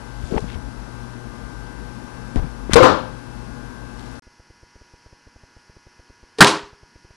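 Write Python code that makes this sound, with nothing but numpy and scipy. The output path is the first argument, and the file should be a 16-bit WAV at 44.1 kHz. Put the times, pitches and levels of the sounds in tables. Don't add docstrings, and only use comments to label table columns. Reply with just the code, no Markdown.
import sys
import numpy as np
from scipy import signal
from scipy.fft import rfft, irfft, next_fast_len
from scipy.io import wavfile
from scipy.ndimage import uniform_filter1d

SR = 44100
rng = np.random.default_rng(int(sys.argv[2]) if len(sys.argv) > 2 else 0)


def put_to_file(sound):
    columns = np.atleast_2d(sound).T
    safe = np.clip(columns, -1, 1)
    whole_steps = np.round(safe * 32767)
    wavfile.write(sys.argv[1], SR, whole_steps.astype(np.int16))


N = 315756

# multiple of BUZZ_HZ, level in dB rms.
ARCHER_BUZZ = [(1, -38), (2, -44.5), (3, -51.5), (4, -51.5), (5, -60.5), (7, -49.5), (8, -53.5), (9, -54.5),
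               (10, -54), (11, -57.5), (12, -51.5), (13, -47), (14, -54.5), (15, -62.5), (17, -60),
               (18, -77), (20, -70), (21, -77), (22, -62)]
# multiple of BUZZ_HZ, relative level in dB.
TARGET_BUZZ = [(3, -75.5), (4, -78), (7, -72), (8, -66), (9, -74.5), (11, -79), (12, -67.5), (13, -71),
               (14, -67), (15, -73.5), (16, -79.5), (17, -71.5), (18, -84), (20, -86), (21, -75.5)]
# frequency in Hz, relative level in dB.
ARCHER_AIR_COLOUR = [(20, -13.5), (36, -4), (52, 16.5), (80, -8.5), (130, -1), (190, -1.5), (255, 2),
                     (320, -7), (600, -13), (1000, -12), (1550, -20), (2000, -24), (3700, -28), (5600, -27),
                     (7500, -35.5), (12000, -34)]
# frequency in Hz, relative level in dB.
TARGET_AIR_COLOUR = [(20, -0.5), (100, 3.5), (270, 6), (600, -4), (1100, 0.5), (2000, -3.5), (3000, -4),
                     (3700, -12.5), (4500, -2), (5700, 0), (7200, -14.5), (11000, -18)]
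# start in seconds, length in seconds, level in dB, centre frequency in Hz.
RUB_EVENTS = [(0.145, 0.39, -46, 4100), (0.298, 0.11, -21, 425), (0.337, 0.007, -28, 1300),
              (.376, 0.011, -18.5, 760), (0.37, 0.018, -27, 1540), (0.458, .12, -41, 2340),
              (2.362, 0.044, -32.5, 800), (2.36, .04, -44, 3500), (2.698, 0.085, -24.5, 1390),
              (2.701, 0.054, -41, 4970), (3.9, 0.34, -50.5, 3760)]
# start in seconds, level in dB, pitch in Hz.
BUMP_EVENTS = [(.238, -14, 72), (0.3235, -7, 200), (0.3443, -7.5, 310), (.355, -8.5, 51.4),
               (.364, -6.5, 227), (.3795, -4.5, 780), (0.423, -14.5, 135), (0.442, -12.5, 176),
               (.556, -13, 75), (2.359, -4, 260), (2.362, -6, 75), (2.368, -7, 37.8), (2.393, -9.5, 112),
               (2.424, -10.5, 45.5), (2.442, -11, 157), (2.6953, -6, 345), (2.712, -14, 85),
               (2.733, 0, 200), (2.739, -6, 55), (2.756, 2.5, 145), (2.823, 0, 116)]
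# frequency in Hz, relative level in dB.
SCRATCH_SPECTRUM = [(100, -1.5), (500, 3.5), (1500, -10), (3000, -22), (10000, -39)]
# start in seconds, level in dB, t60 in seconds.
SNAP_EVENTS = [(2.3588, -25.5, 0.0099), (2.7338, 2, 0.013), (2.7403, -6.5, 0.032), (2.758, -11, 0.076),
               (2.8326, -15, 0.02), (6.385, -27.5, 0.084), (6.4071, 1, 0.077), (6.4265, 1, 0.0092),
               (6.4449, -1, 0.016), (6.47, -13, 0.18)]
# frequency in Hz, relative level in dB.
SNAP_SPECTRUM = [(200, -12.5), (1000, 5.5), (2500, 0.5), (4000, 3.5), (6500, -5), (10000, -7.5),
                 (12000, -20.5)]
# start in seconds, level in dB, pitch factor, swell in seconds, length in seconds.
STRING_JOLTS = [(2.7566, 11, 0.99, 0.00099, 0.026), (2.803, 5.5, 1.08, 0.0041, 0.025),
                (6.386, -12.5, .92, 0.0017, .03)]
# frequency in Hz before the jolt's pitch factor, relative level in dB, t60 in seconds.
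RISER_MODES = [(328, -13.5, .25), (478, -2.5, 0.21), (836, -18.5, .2), (1990, -19, .2), (2640, -24, 0.11)]
# frequency in Hz, level in dB, t60 in seconds.
LINGERING_MODES = [(501, -3.5, 0.26), (517, -1, 0.46)]
# frequency in Hz, relative level in dB.
ARCHER_ECHO_COLOUR = [(47, -41.5), (80, -11.5), (202, -11), (264, -9), (318, -3), (470, -8.5), (511, -1.5),
                      (578, -7.5), (891, -14), (1050, -6), (1140, -10.5), (1370, -11.5), (2070, -28),
                      (4180, -28), (11000, -51), (14300, -84.5), (22000, -120)]
# frequency in Hz, relative level in dB.
TARGET_ECHO_COLOUR = [(47, -54), (80, -24.5), (140, -8.5), (243, -11.5), (331, 1.5), (367, -13.5),
                      (399, -0.5), (451, -15), (532, -2), (566, -15), (988, -3.5), (2160, -18.5),
                      (4350, -19), (7750, -27), (11000, -35.5), (14300, -63), (22000, -120)]
# frequency in Hz, t60 in seconds before each tail's own factor.
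GARAGE_DECAY = [(100, 0.47), (400, 0.39), (1200, 0.47), (4000, 0.5), (10000, 0.34)]
# start in
# seconds, level in dB, swell in seconds, length in seconds, garage level in dB, factor on the garage's t60.
FOAM_HITS = [(2.82, -15, 0.0053, 0.049, 2, 0.89), (6.4047, 4, 0.0052, 0.023, -4, 0.95)]
# frequency in Hz, relative level in dB.
HIT_SPECTRUM = [(40, -31.5), (90, -23.5), (150, 5), (280, 0.5), (650, -3.5), (1050, -2), (1650, 4),
                (2300, -12.5), (4000, -21.5), (8000, -21), (12000, -44)]
# frequency in Hz, relative level in dB, t60 in seconds before an overall fade.
PANEL_MODES = [(604, -1, 0.64), (765, 0, 0.51), (857, -2, 0.7), (928, 3, 0.43), (1020, 7, 0.35),
               (1213, 4, 0.42), (1384, -11, 0.67), (1580, -14, 0.64), (1770, -5, 0.47)]
# frequency in Hz, relative level in dB.
CAMERA_WHINE = [(5222, -76.5), (9647, -86.5), (11025, -83)]
TICK_TIMES = [4.269, 4.397, 4.502, 4.63, 4.756, 4.813, 4.937, 5.061, 5.127, 5.269, 5.36, 5.435, 5.566,
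              5.696, 5.766, 5.867, 5.994, 6.099, 6.23, 6.633, 6.73, 6.831, 6.957, 7.047, 7.106]
# frequency in Hz, level in dB, t60 in seconds.
QUIVER_MODES = [(332, -14.5, 0.18), (409, -17, 0.61), (525, -21.5, 0.25), (1007, -12, 0.3),
                (1210, -20.5, 0.23), (1304, -13.5, 0.13), (1614, -9, .13), (1580, -10, 0.15),
                (1860, -10.5, 0.14)]
# frequency in Hz, level in dB, t60 in seconds.
FOAM_THUD_MODES = [(152.4, -16, 0.086), (205.6, -9.5, 0.13), (243, -3.5, 0.11)]

CUT_OUT_S, CUT_IN_S = 4.195, 4.222
BUZZ_HZ = 120
KNOCK_CYCLES, KNOCK_ATTACK_S = 6.6, 0.00041
SCRATCH_DB, SCRATCH_AT_HZ, SCRATCH_DB_PER_OCTAVE = -17, 121, 1
RUB_WIDTH_HZ, RUB_AT_HZ, RUB_WIDENING, RUB_GRAIN_DB = 760, 1000, 1.5, 4
ARROW_STOP_S = 6.424
TICK_WIDTH_S, TICK_GAP_S = (0.00333, 0.00692), (0.00045, 0.0017)
MIC_TOP_HZ, TOP_HZ = 11300, 15700
AGE = np.arange(SR) / SR


def amp(db):
    return 10 ** (np.asarray(db) / 20)


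def unit(x):
    return x / np.sqrt(np.mean(x ** 2))


def fade(t60):
    return np.exp(-np.log(1000) * AGE / t60)


def swell(seconds):
    return 1 - np.exp(-AGE / seconds)


def add(track, s, sound):
    start = int(s * SR)
    track[start:start + len(sound)] += sound[:N - start]


def lookup(hz, points):
    f, value = np.transpose(points)
    return np.interp(np.log(hz + 1), np.log(f), value)


def noise(points, size=SR):
    bins = rfft(rng.standard_normal(next_fast_len(size)))
    hz = np.linspace(0, SR / 2, len(bins))
    return unit(irfft(bins * amp(lookup(hz, points)))[:size])


def wander(t, step_s):
    knots = np.arange(0, t[-1] + 1, step_s)
    return np.interp(t, knots, rng.standard_normal(len(knots)))


def hum(lines, waver):
    t = np.arange(N) / SR
    out = np.zeros(N)
    for hz, db in lines:
        strength = 1 + waver * wander(t, 0.17)
        phase = 2 * np.pi * rng.random() + waver * wander(t, 0.17)
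        out += np.sqrt(2) * amp(db) * strength * np.sin(2 * np.pi * hz * t + phase)
    return out


def buzz(partials, waver):
    return hum([(multiple * BUZZ_HZ, db) for multiple, db in partials], waver)


def air(points, drift_db):
    t = np.arange(N) / SR
    bins = rfft(noise(points, size=N))
    place = np.clip(np.log10(np.linspace(0, SR / 2, len(bins)) + 1) - 2, 0, 2)
    out = np.zeros(N)
    for k in range(3):
        part = irfft(bins * np.maximum(1 - abs(place - k), 0), N)
        out += amp(drift_db * wander(t, 0.2)) * part
    return out


def idle_input():
    return amp(-53) * noise([(20, 10.5), (200, 6.5), (1000, 3), (11000, 4)], size=N)


def band(x, hz, width):
    return signal.lfilter(*signal.iirpeak(hz, hz / width, fs=SR), x)


def rubbing():
    out = np.zeros(N)
    for s, length, db, hz in RUB_EVENTS:
        width = RUB_WIDTH_HZ * (hz / RUB_AT_HZ) ** RUB_WIDENING
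        grain = unit(uniform_filter1d(rng.standard_normal(SR), size=100))
        fibres = rng.standard_normal(SR) * amp(RUB_GRAIN_DB * grain)
        stroke = np.sin(np.pi * np.minimum(AGE / length, 1))
        add(out, s, amp(db) * stroke * unit(band(band(fibres, hz, width), hz, width)))
    return out


def bumps():
    out = np.zeros(N)
    for s, db, hz in BUMP_EVENTS:
        thud = swell(KNOCK_ATTACK_S) * np.sin(2 * np.pi * hz * AGE)
        scratch_db = SCRATCH_DB + SCRATCH_DB_PER_OCTAVE * np.log2(hz / SCRATCH_AT_HZ)
        scratch = amp(scratch_db) * swell(0.0015) * noise(SCRATCH_SPECTRUM)
        add(out, s, amp(db) * fade(KNOCK_CYCLES / hz) * (thud + scratch))
    return out


def snaps():
    out = np.zeros(N)
    for s, db, t60 in SNAP_EVENTS:
        add(out, s, amp(db) * fade(t60) * noise(SNAP_SPECTRUM))
    return out


def ring(modes, pitch=1):
    return sum(amp(db) * fade(t60) * np.sin(2 * np.pi * hz * pitch * AGE) for hz, db, t60 in modes)


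def garage(colour, build_s, lasting):
    bins = rfft(noise(colour))
    octave = np.clip(np.log2((np.arange(len(bins)) + 1) / 80), 0, 7)
    tail = np.zeros(SR)
    for k in range(8):
        part = irfft(bins * np.maximum(1 - abs(octave - k), 0))
        tail += part * fade(lasting * lookup(80 * 2 ** k, GARAGE_DECAY))
    return swell(build_s) * tail


def bow():
    out = np.zeros(N)
    for s, db, pitch, swell_s, length in STRING_JOLTS:
        drive = swell(swell_s) / (1 + (AGE / length) ** 12)
        add(out, s, amp(db) * drive * ring(RISER_MODES, pitch))
    add(out, STRING_JOLTS[1][0], swell(0.02) * ring(LINGERING_MODES))
    add(out, STRING_JOLTS[0][0], amp(-0.5) * garage(ARCHER_ECHO_COLOUR, build_s=0.0022, lasting=0.94))
    return out


def arrow():
    out = np.zeros(N)
    for hit, echo in zip(FOAM_HITS, (ARCHER_ECHO_COLOUR, TARGET_ECHO_COLOUR)):
        s, db, swell_s, length, garage_db, lasting = hit
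        braking = swell(swell_s) / (1 + (AGE / length) ** 7)
        add(out, s, amp(db) * braking * noise(HIT_SPECTRUM))
        add(out, s, amp(garage_db) * garage(echo, build_s=0.018, lasting=lasting))
    add(out, FOAM_HITS[0][0], amp(-11.5) * swell(0.0057) * fade(2.4) * ring(PANEL_MODES))
    add(out, FOAM_HITS[1][0], swell(0.0038) * ring(QUIVER_MODES))
    add(out, ARROW_STOP_S, swell(0.003) * ring(FOAM_THUD_MODES))
    return out


def suppress(x, quiet_db, loud_db, depth_db):
    power = np.maximum(uniform_filter1d(x ** 2, size=900), 0)
    level_db = 10 * np.log10(power + 1e-12)
    return x * amp(np.interp(level_db, [quiet_db, loud_db], [depth_db, 0]))


def ticking():
    dips = np.zeros(N)
    for s in TICK_TIMES:
        width, gap = rng.uniform(*TICK_WIDTH_S), rng.uniform(*TICK_GAP_S)
        add(dips, s, -1.0 * (AGE < width))
        add(dips, s + width + gap, -0.6 * (AGE < 0.0009))
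    coupled = signal.sosfilt(signal.butter(1, 36, "highpass", fs=SR, output="sos"), dips)
    return amp(-37.5) * signal.sosfilt(signal.butter(2, 720, fs=SR, output="sos"), coupled)


def scene():
    t = np.arange(N) / SR
    shots = snaps() + bow() + arrow()
    archer_floor = buzz(ARCHER_BUZZ, waver=0.24) + amp(-31.5) * air(ARCHER_AIR_COLOUR, drift_db=0.6)
    at_archer = archer_floor + rubbing() + bumps() + shots

    target_floor = amp(7.5) * buzz(TARGET_BUZZ, waver=0.12)
    target_floor += amp(9.5) * hum(CAMERA_WHINE, waver=0.1)
    target_floor += amp(-50.5) * air(TARGET_AIR_COLOUR, drift_db=0.7)
    at_target = suppress(shots + target_floor, quiet_db=-45.0, loud_db=-25.5, depth_db=-7.0)
    at_target += ticking()
    return np.array([at_archer, idle_input()]) * (t < CUT_OUT_S) + at_target * (t > CUT_IN_S)


def record(dry):
    narrow = signal.sosfilt(signal.ellip(8, 0.2, 70, MIC_TOP_HZ, fs=SR, output="sos"), dry)
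    clipped = np.clip(narrow, -1, 1)
    rounded = signal.sosfilt(signal.butter(2, 13500, fs=SR, output="sos"), clipped)
    return signal.sosfilt(signal.ellip(8, 0.2, 70, TOP_HZ, fs=SR, output="sos"), rounded)


dry = scene()
out = record(dry)
put_to_file(out)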